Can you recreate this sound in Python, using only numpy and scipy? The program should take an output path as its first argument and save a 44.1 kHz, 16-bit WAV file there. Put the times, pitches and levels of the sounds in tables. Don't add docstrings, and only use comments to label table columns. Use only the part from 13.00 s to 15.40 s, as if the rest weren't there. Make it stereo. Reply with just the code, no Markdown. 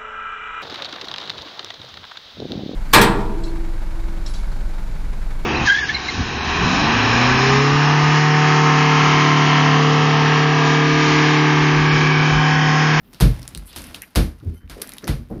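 import sys
import numpy as np
from scipy import signal
from scipy.fft import rfft, irfft, next_fast_len
from scipy.io import wavfile
from scipy.ndimage import uniform_filter1d

SR = 44100
rng = np.random.default_rng(int(sys.argv[2]) if len(sys.argv) > 2 else 0)


def to_linear_factor(level_db):
    exponent = np.asarray(level_db, float) / 20
    return 10 ** exponent


def persist_wave(psi):
    counts = np.round(np.clip(psi, -1, 1) * 32767).astype(np.int16)
    wavfile.write(sys.argv[1], SR, np.atleast_2d(counts).T)


N = 105840
SIZE = next_fast_len(N + SR)
HZ = np.maximum(np.fft.rfftfreq(SIZE, 1 / SR), 1)

# start_s, deep_level_db, tread_level_db, board_level_db, riser_level_db
FOOTFALLS = [(0.202, -11.5, -8.5, -18, -29.5), (.248, -28, -21.5, -28, -35.5), (.54, -31, -36, -47, -75),
             (.752, -33, -45.5, -43, -58), (.86, -44, -68, -66, -69), (0.941, -50, -52, -46.5, -59.5),
             (1.158, -12.5, -12, -17, -27.5), (1.225, -29.5, -45, -31, -56), (1.45, -32, -30, -36.5, -65),
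             (1.612, -36.5, -72, -88, -66), (1.692, -39, -45, -60, -71), (2.078, -22, -17.5, -22, -34.5),
             (2.179, -34.5, -35.5, -40, -74), (2.295, -40, -38, -29.5, -36.5),
             (2.346, -34, -33, -32.5, -51)]
# pitch_hz, level_db, t60_s
DEEP_MODES = [(40, -9, .14), (52, -8, 0.15), (62.4, -5, 0.14), (75.6, 0, 0.15)]
TREAD_MODES = [(107, 0.2, 0.057), (127, -1.9, 0.14), (148.6, -0.4, 0.11), (168.4, -3, 0.1)]
BOARD_MODES = [(207, 8, 0.079), (238.2, 4.5, 0.091), (301, -3.5, 0.2), (326.4, -4, 0.12)]
RISER_MODES = [(461.6, 0.8, 0.092), (497, -3.5, .07), (544, -2, 0.097), (713, -9, 0.08)]
PUSH_RISE_S = [0.014, 0.012, 0.01, 0.0086]
# start_s, pitch_hz, level_db
HEELS = [
    (1.45, 91.1, -9),
    (.246, 135, -5),
]
# pitch_hz, level_db
BOOM_SIDE = [(35, -40), (70, -13), (150, -24), (300, -5.5), (600, -6)]
# start_s, level_db, tilt_db_per_octave, edge_touch_level_db
SLAPS = [
    (.125, -47, -1, -13),
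    (0.202, -19.5, -0.5, -3.5),
    (0.756, -33, 1, -15),
    (.938, -39, 0, -15),
    (1.152, -19, -0.5, -10.5),
    (1.692, -39, 0, -37),
    (2.072, -27, -1, -4),
    (2.297, -73, 9.5, -10),
]
# pitch_hz, level_db (per Hz)
SLAP_TONE = [(300, -2), (800, -7.5), (1500, -7), (3000, -9.5), (6000, -12), (10000, -11.5), (16000, -11.5)]
# start_s, peak_level_db, ring_pitch_hz, ring_over_click_db
TICKS = [(0.1228, -38, 2530, 8), (0.1361, -21, 5800, 1), (.146, -22.5, 5030, 5), (.3952, -25, 9900, 4),
         (.419, -22, 6070, 7), (0.4296, -17, 5060, 0), (0.4781, -10, 6800, 4), (.489, -21, 11000, 3),
         (0.5493, -7, 4200, 9), (.558, -23, 4500, 10), (0.5754, -12, 10600, 1), (.582, -23, 11000, 2),
         (.6366, -35, 9000, 4), (.6785, -27, 13000, 6), (0.73, -22.5, 5060, 7), (0.7611, -14.5, 11500, 11),
         (.769, -19, 6000, 6), (.776, -21, 3800, 10), (.785, -17, 12000, 4), (0.793, -19, 4500, 10),
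         (0.8195, -17, 8000, 4), (0.841, -17, 6500, 4), (0.845, -21, 12000, 3), (0.8695, -19.5, 10100, 6),
         (0.9462, -9.5, 3250, 19), (.9525, -19.5, 9500, 8), (0.961, -19.5, 11100, 1), (1.02, -8, 10800, 13),
         (1.3882, -40.5, 9000, 2), (1.4007, -35, 3800, 20), (1.448, -39.5, 11000, 1),
         (1.677, -38, 2400, 22), (1.8174, -5, 10800, 7), (1.8207, -1.5, 13000, 7), (1.829, -20, 11000, 2),
         (1.874, -14, 10500, 8), (1.8925, -11.5, 10600, 7), (1.9200, -13.5, 2240, 5),
         (1.9362, -15, 12000, 0), (1.969, -27, 11000, 6), (1.9831, -12, 3500, 9), (2.026, -30, 2480, 8),
         (2.0428, -16, 5400, 22), (2.051, -27, 2000, 13), (2.0786, -11, 12000, 5), (2.0866, -18, 1960, 3),
         (2.287, -37.5, 1802, 20)]
# start_s, length_s, pitch_hz, level_db
SQUEAKS = [
    (1.565, .035, 3060, -5),
    (1.54, .125, 3070, -7),
    (1.552, .05, 6050, -12),
    (1.54, .055, 1410, -8),
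    (1.555, .02, 2090, -6),
    (2.082, .015, 2000, 25),
]
# time_s, level_db
MOVEMENT = [(0, -73), (.12, -65.5), (.32, -51.5), (.6, -55), (.64, -59.5), (0.869, -48.5), (1.0, -58.5),
            (1.14, -63.5), (1.35, -66), (1.55, -63), (1.67, -73), (1.702, -53), (1.95, -52), (2.17, -65),
            (2.4, -62)]
# pitch_hz, level_db (per Hz)
CLOTH_TONE = [(200, -4.5), (600, -1), (1500, -2), (3000, -6.5), (6000, -11), (11000, -13.5), (16000, -12.5)]
# pitch_hz, level_db (per Hz)
RUMBLE_TONE = [(30, 3.5), (55, -8), (110, -13), (235, -4), (400, -18), (800, -51)]
# start_s, length_s, centre_pitch_hz, level_db
SWISHES = [(0.136, 0.29, 3600, -49.5), (0.652, 0.069, 10200, -40), (0.673, 0.12, 3400, -43),
           (0.759, 0.17, 11000, -44), (0.83, 0.086, 2800, -44.5), (1.759, 0.099, 430, -33),
           (2.028, 0.12, 260, -28.5), (1.1, 0.02, 11000, -53), (1.016, 0.037, 1970, -33.5),
           (1.537, 0.071, 11400, -51.5), (1.8, 0.018, 12000, -70), (1.7, 0.035, 1700, -42),
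           (2.026, 0.035, 1500, -36.5), (1.425, 0.12, 291, -32), (2.031, 0.054, 440, -31),
           (2.298, 0.048, 690, -42.5), (2.31, 0.086, 1400, -48.5), (1.698, 0.044, 1440, -40),
           (1.82, 0.041, 1500, -36.5), (1.915, 0.043, 2000, -41), (1.6, 0.087, 1500, -52.5),
           (1.4, .03, 1170, -49.5), (2.075, 0.065, 4000, -41), (.68, 0.11, 64, -36.5),
           (.38, .05, 70, -38.5), (1.405, 0.07, 120, -35), (2.03, .06, 140, -31.5), (1.62, 0.075, 210, -42),
           (1.78, .07, 55, -38), (.035, .08, 2900, -62), (2.3, .09, 330, -31), (1.5, .08, 230, -36),
           (1.83, .15, 2000, -46), (.53, .05, 90, -34), (.215, .09, 390, -24)]
# pitch_hz, level_db (per Hz)
QUIET_TONE = [(30, 21.5), (60, 6.5), (240, 8), (500, -8), (1200, -13), (3000, -31), (7000, -47),
              (16000, -6)]
# pitch_hz, t60_s
STAIRWELL_T60 = [(230, 0.34), (1600, 0.31), (2700, 0.27), (5400, 0.26), (11000, 0.28), (20000, 0.085)]
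# pitch_hz, likeness (0 to 1)
LIKENESS = [(60, 0.98), (150, 1), (300, 0.97), (600, 0.09), (1500, 0.033), (10000, 0.026)]
# pitch_hz, left_minus_right_db
PORTS = [(60, 0.5), (110, 0.5), (200, 5), (380, 1), (700, -6), (1290, -1.5), (2380, -7), (4400, -10),
         (8120, -10.5), (15000, -0.5)]
# pitch_hz, level_db
MIC = [(25, -22.5), (45, -2.5), (5000, 0.5), (7600, -9), (9500, -2), (11500, 2), (15000, -6.5),
       (16500, -40)]


def rms_one(x):
    return x / np.sqrt(np.mean(x ** 2) + 1e-20)


def at_hz(points, hz):
    table = np.array(points)
    return np.interp(np.log(hz), np.log(table[:, 0]), table[:, 1])


def colour(x, points):
    cepstrum = irfft(at_hz(points, HZ) * np.log(10) / 20, SIZE)
    cepstrum[1:SIZE // 2] *= 2
    cepstrum[SIZE // 2 + 1:] = 0
    return irfft(rfft(x, SIZE) * np.exp(rfft(cepstrum)), SIZE)[..., :x.shape[-1]]


def shape(x, gain):
    octave = np.log2(np.maximum(np.fft.rfftfreq(len(x), 1 / SR), 50))
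    return irfft(rfft(x) * gain(octave), len(x))


def butter(x, order, hz, kind="low"):
    return signal.sosfilt(signal.butter(order, hz, kind, fs=SR, output="sos"), x)


def drift(rate_hz):
    r = np.exp(-80 * np.pi * rate_hz / SR)
    slow = signal.lfilter([1], [1, -2 * r, r * r], rng.standard_normal(N // 40 + 2002))[2000:]
    return np.interp(np.arange(N) / 40, np.arange(len(slow)), rms_one(slow))


def ring(x, hz, t60):
    r, w = to_linear_factor(-60 / (t60 * SR)), 2 * np.pi * hz / SR
    return signal.lfilter([0, np.sin(w)], [1, -2 * r * np.cos(w), r * r], x + 1e-18)


def add(out, s, x):
    i = int(s * SR)
    out[i:i + len(x)] += x[:max(len(out) - i, 0)]


def stereo(mid, side):
    alike = np.clip(at_hz(LIKENESS, HZ), 0, 1)
    m = rfft(mid, SIZE) * np.sqrt((1 + alike) / 2)
    s = rfft(side, SIZE) * np.sqrt((1 - alike) / 2)
    return irfft(np.array([m + s, m - s]), SIZE)[:, :len(mid)]


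def stairwell(x, wet_db, share=1):
    first_echo_s = 0.0011
    t = np.arange(SR // 2) / SR
    white, tail = rng.standard_normal((2, 2, len(t))), 0
    for k, low in enumerate(30 * 2 ** np.arange(0, 9.5)):
        band = butter(white[k % 2], 2, [low, min(2 * low, .45 * SR)], "band")
        t60 = share * at_hz(STAIRWELL_T60, np.sqrt(2) * low)
        tail = tail + band * to_linear_factor(-60 * t / t60) / np.sqrt(t60)
    tail = stereo(*(tail * np.clip(t / first_echo_s - 1, 0, 1)))
    tail = to_linear_factor(wet_db) * tail / np.sqrt(np.sum(tail ** 2) / 2)
    tail[:, 0] += 1
    return irfft(rfft(x, SIZE) * rfft(tail, SIZE), SIZE)[:, :N]


def booms():
    out, t = np.zeros(N), np.arange(SR // 3) / SR
    groups = (DEEP_MODES, TREAD_MODES, BOARD_MODES, RISER_MODES)
    fade = np.cos(np.pi / 2 * t / t[-1])
    pushes = rng.standard_normal((len(FOOTFALLS), len(t)))
    for (s, *levels_db), push in zip(FOOTFALLS, pushes):
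        for modes, db, rise in zip(groups, levels_db, PUSH_RISE_S):
            force = push * (t / rise) ** 2 * np.exp(-t / rise)
            body = np.zeros(len(t))
            for hz, mode_db, t60 in modes:
                part = ring(force, hz, t60)
                body += to_linear_factor(mode_db) * part / np.abs(part).max()
            body = butter(body, 2, 1.81 * modes[-1][0])
            onset_rms = np.sqrt(np.mean(body[:SR // 16] ** 2))
            add(out, s, to_linear_factor(db) * body * fade / onset_rms)
    return out


def heels():
    sag_per_s, t60_s, swell_s = 1.73, 0.24, 0.019
    out, t = np.zeros(N), np.arange(SR // 4) / SR
    swell = 1 - np.exp(-(t / swell_s) ** 2)
    for s, hz, db in HEELS:
        tone = np.sin(2 * np.pi * np.cumsum(hz * np.exp(-sag_per_s * t)) / SR)
        add(out, s, to_linear_factor(db - 60 * t / t60_s) * swell * tone)
    return out


def slaps():
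    delay_s, slap_t60_s, edge_t60_s = 0.005, 0.019, 0.012
    crack_db, crack_t60_s = 2.5, 0.0053
    room_db, wet_db, gain_db = 21.5, -2.5, 18.5
    near, blows, t = np.zeros((2, N)), np.zeros(N), np.arange(SR // 8) / SR
    late = t - delay_s
    slap = to_linear_factor(-60 * late / slap_t60_s) + to_linear_factor(crack_db - 60 * late / crack_t60_s)
    slap = slap * np.clip(late / 0.0011, 0, 1)
    click = 1. * (np.abs(late) == np.abs(late).min())
    bursts = rng.standard_normal((len(SLAPS), 2, len(t)))
    for (s, db, tilt_db, edge_db), burst in zip(SLAPS, bursts):
        tilt = lambda octave: to_linear_factor(tilt_db * (octave - np.log2(3000)))
        swell = to_linear_factor(edge_db - 60 * t / edge_t60_s) + slap
        for side in (0, 1):
            add(near[side], s, to_linear_factor(db) * swell * shape(burst[side], tilt))
        add(blows, s, to_linear_factor(db + room_db) * shape(click, tilt))
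    blows = colour(blows, SLAP_TONE)
    room = stairwell(blows, wet_db) - blows
    return to_linear_factor(gain_db) * (stereo(*colour(near, SLAP_TONE)) + room)


def ticks():
    t60_s, gain_db, low_cut_hz, ring_octaves = 0.0045, -1, 1880, 0.37
    out, t = np.zeros(N), np.arange(1024) / SR
    bursts = rng.standard_normal((len(TICKS), len(t)))
    for (s, db, hz, ring_db), burst in zip(TICKS, bursts):
        favour = lambda octave: 1 + to_linear_factor(ring_db) * np.exp(-((octave - np.log2(hz)) / ring_octaves) ** 2)
        snap = shape(burst, favour) * to_linear_factor(-60 * t / t60_s)
        add(out, s, to_linear_factor(db + gain_db) * snap / np.abs(snap).max())
    return butter(out, 2, low_cut_hz, "high")


def squeaks():
    gain_db = -54
    out, waver = np.zeros(N), drift(37.7)
    for s, length, hz, db in SQUEAKS:
        t = np.arange(int(length * SR)) / SR
        w = waver[int(s * SR):][:len(t)]
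        tone = np.sin(2 * np.pi * np.cumsum(hz * (1 + .002 * w)) / SR) * to_linear_factor(4 * w)
        add(out, s, to_linear_factor(db + gain_db) * tone * np.sin(np.pi * t / length) ** .5)
    return out


def cloth():
    grains_per_s, grain_db, cloth_db, rumble_db = 1100, 1, 2.5, 6
    move = to_linear_factor(np.interp(np.arange(N) / SR, *np.transpose(MOVEMENT)) + cloth_db)
    sizes = to_linear_factor(4.5 * np.minimum(rng.exponential(1, N), 4)) * rng.choice([-1, 1], N)
    grains = sizes * (rng.random(N) < grains_per_s * to_linear_factor(5.0 * drift(20)) / SR)
    grains = to_linear_factor(grain_db) * rms_one(colour(grains, CLOTH_TONE))
    hiss = stereo(*rms_one(colour(rng.standard_normal((2, N)), CLOTH_TONE)))
    hiss = to_linear_factor(2.0 * drift(57)) * hiss
    rumble = stereo(*rms_one(colour(rng.standard_normal((2, N)), RUMBLE_TONE)))
    rumble = to_linear_factor(rumble_db + 2.0 * drift(3.2)) * rumble
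    return move * (hiss + rumble), move * grains


def swishes():
    width_octaves = 0.55
    out = np.zeros((2, N))
    noises = rng.standard_normal((len(SWISHES), 3, SR // 4))
    for (s, length, hz, db), noise in zip(SWISHES, noises):
        u = np.arange(SR // 4) / SR / length
        grain = to_linear_factor(2.7 * rms_one(uniform_filter1d(noise[2], size=150)))
        swell = np.sqrt(u) * np.exp(-2 * u ** 2) * grain
        band = lambda octave: np.exp(-((octave - np.log2(hz)) / width_octaves) ** 2)
        for side in (0, 1):
            add(out[side], s, to_linear_factor(db) * swell * rms_one(shape(noise[side], band)))
    return stereo(*out)


def quiet_house():
    level = to_linear_factor(-52.5 + 4.9 * drift(2.7))
    return level * rms_one(stereo(*colour(rng.standard_normal((2, N)), QUIET_TONE)))


def scene():
    boom = stairwell(booms() + heels(), wet_db=-9)
    boom = boom + colour(booms(), BOOM_SIDE) * [[1], [-1]]
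    rub, grains = cloth()
    small = stairwell(ticks() + grains + squeaks(), wet_db=-12, share=0.56)
    return boom + slaps() + small + rub + swishes() + quiet_house()


def band_limit(x):
    return signal.sosfilt(signal.butter(12, 17000, fs=SR, output="sos"), x)


def record(dry):
    left_lead_s, lag_top_hz, cutoff_hz = 0.00012, 12000, 17100
    shading = to_linear_factor(at_hz(PORTS, HZ) / 2)
    lag_s = left_lead_s * np.exp(-(HZ / lag_top_hz) ** 4)
    ports = np.array([shading, np.exp(-2j * np.pi * HZ * lag_s) / shading])
    x = irfft(rfft(colour(dry, MIC), SIZE) * ports, SIZE)[:, :N]
    x = 1.6 * np.tanh(x / 1.6)
    mix = signal.sosfilt(signal.cheby2(10, 50, cutoff_hz, fs=SR, output="sos"), x)
    return band_limit(mix)


dry = scene()
out = record(dry)
persist_wave(out)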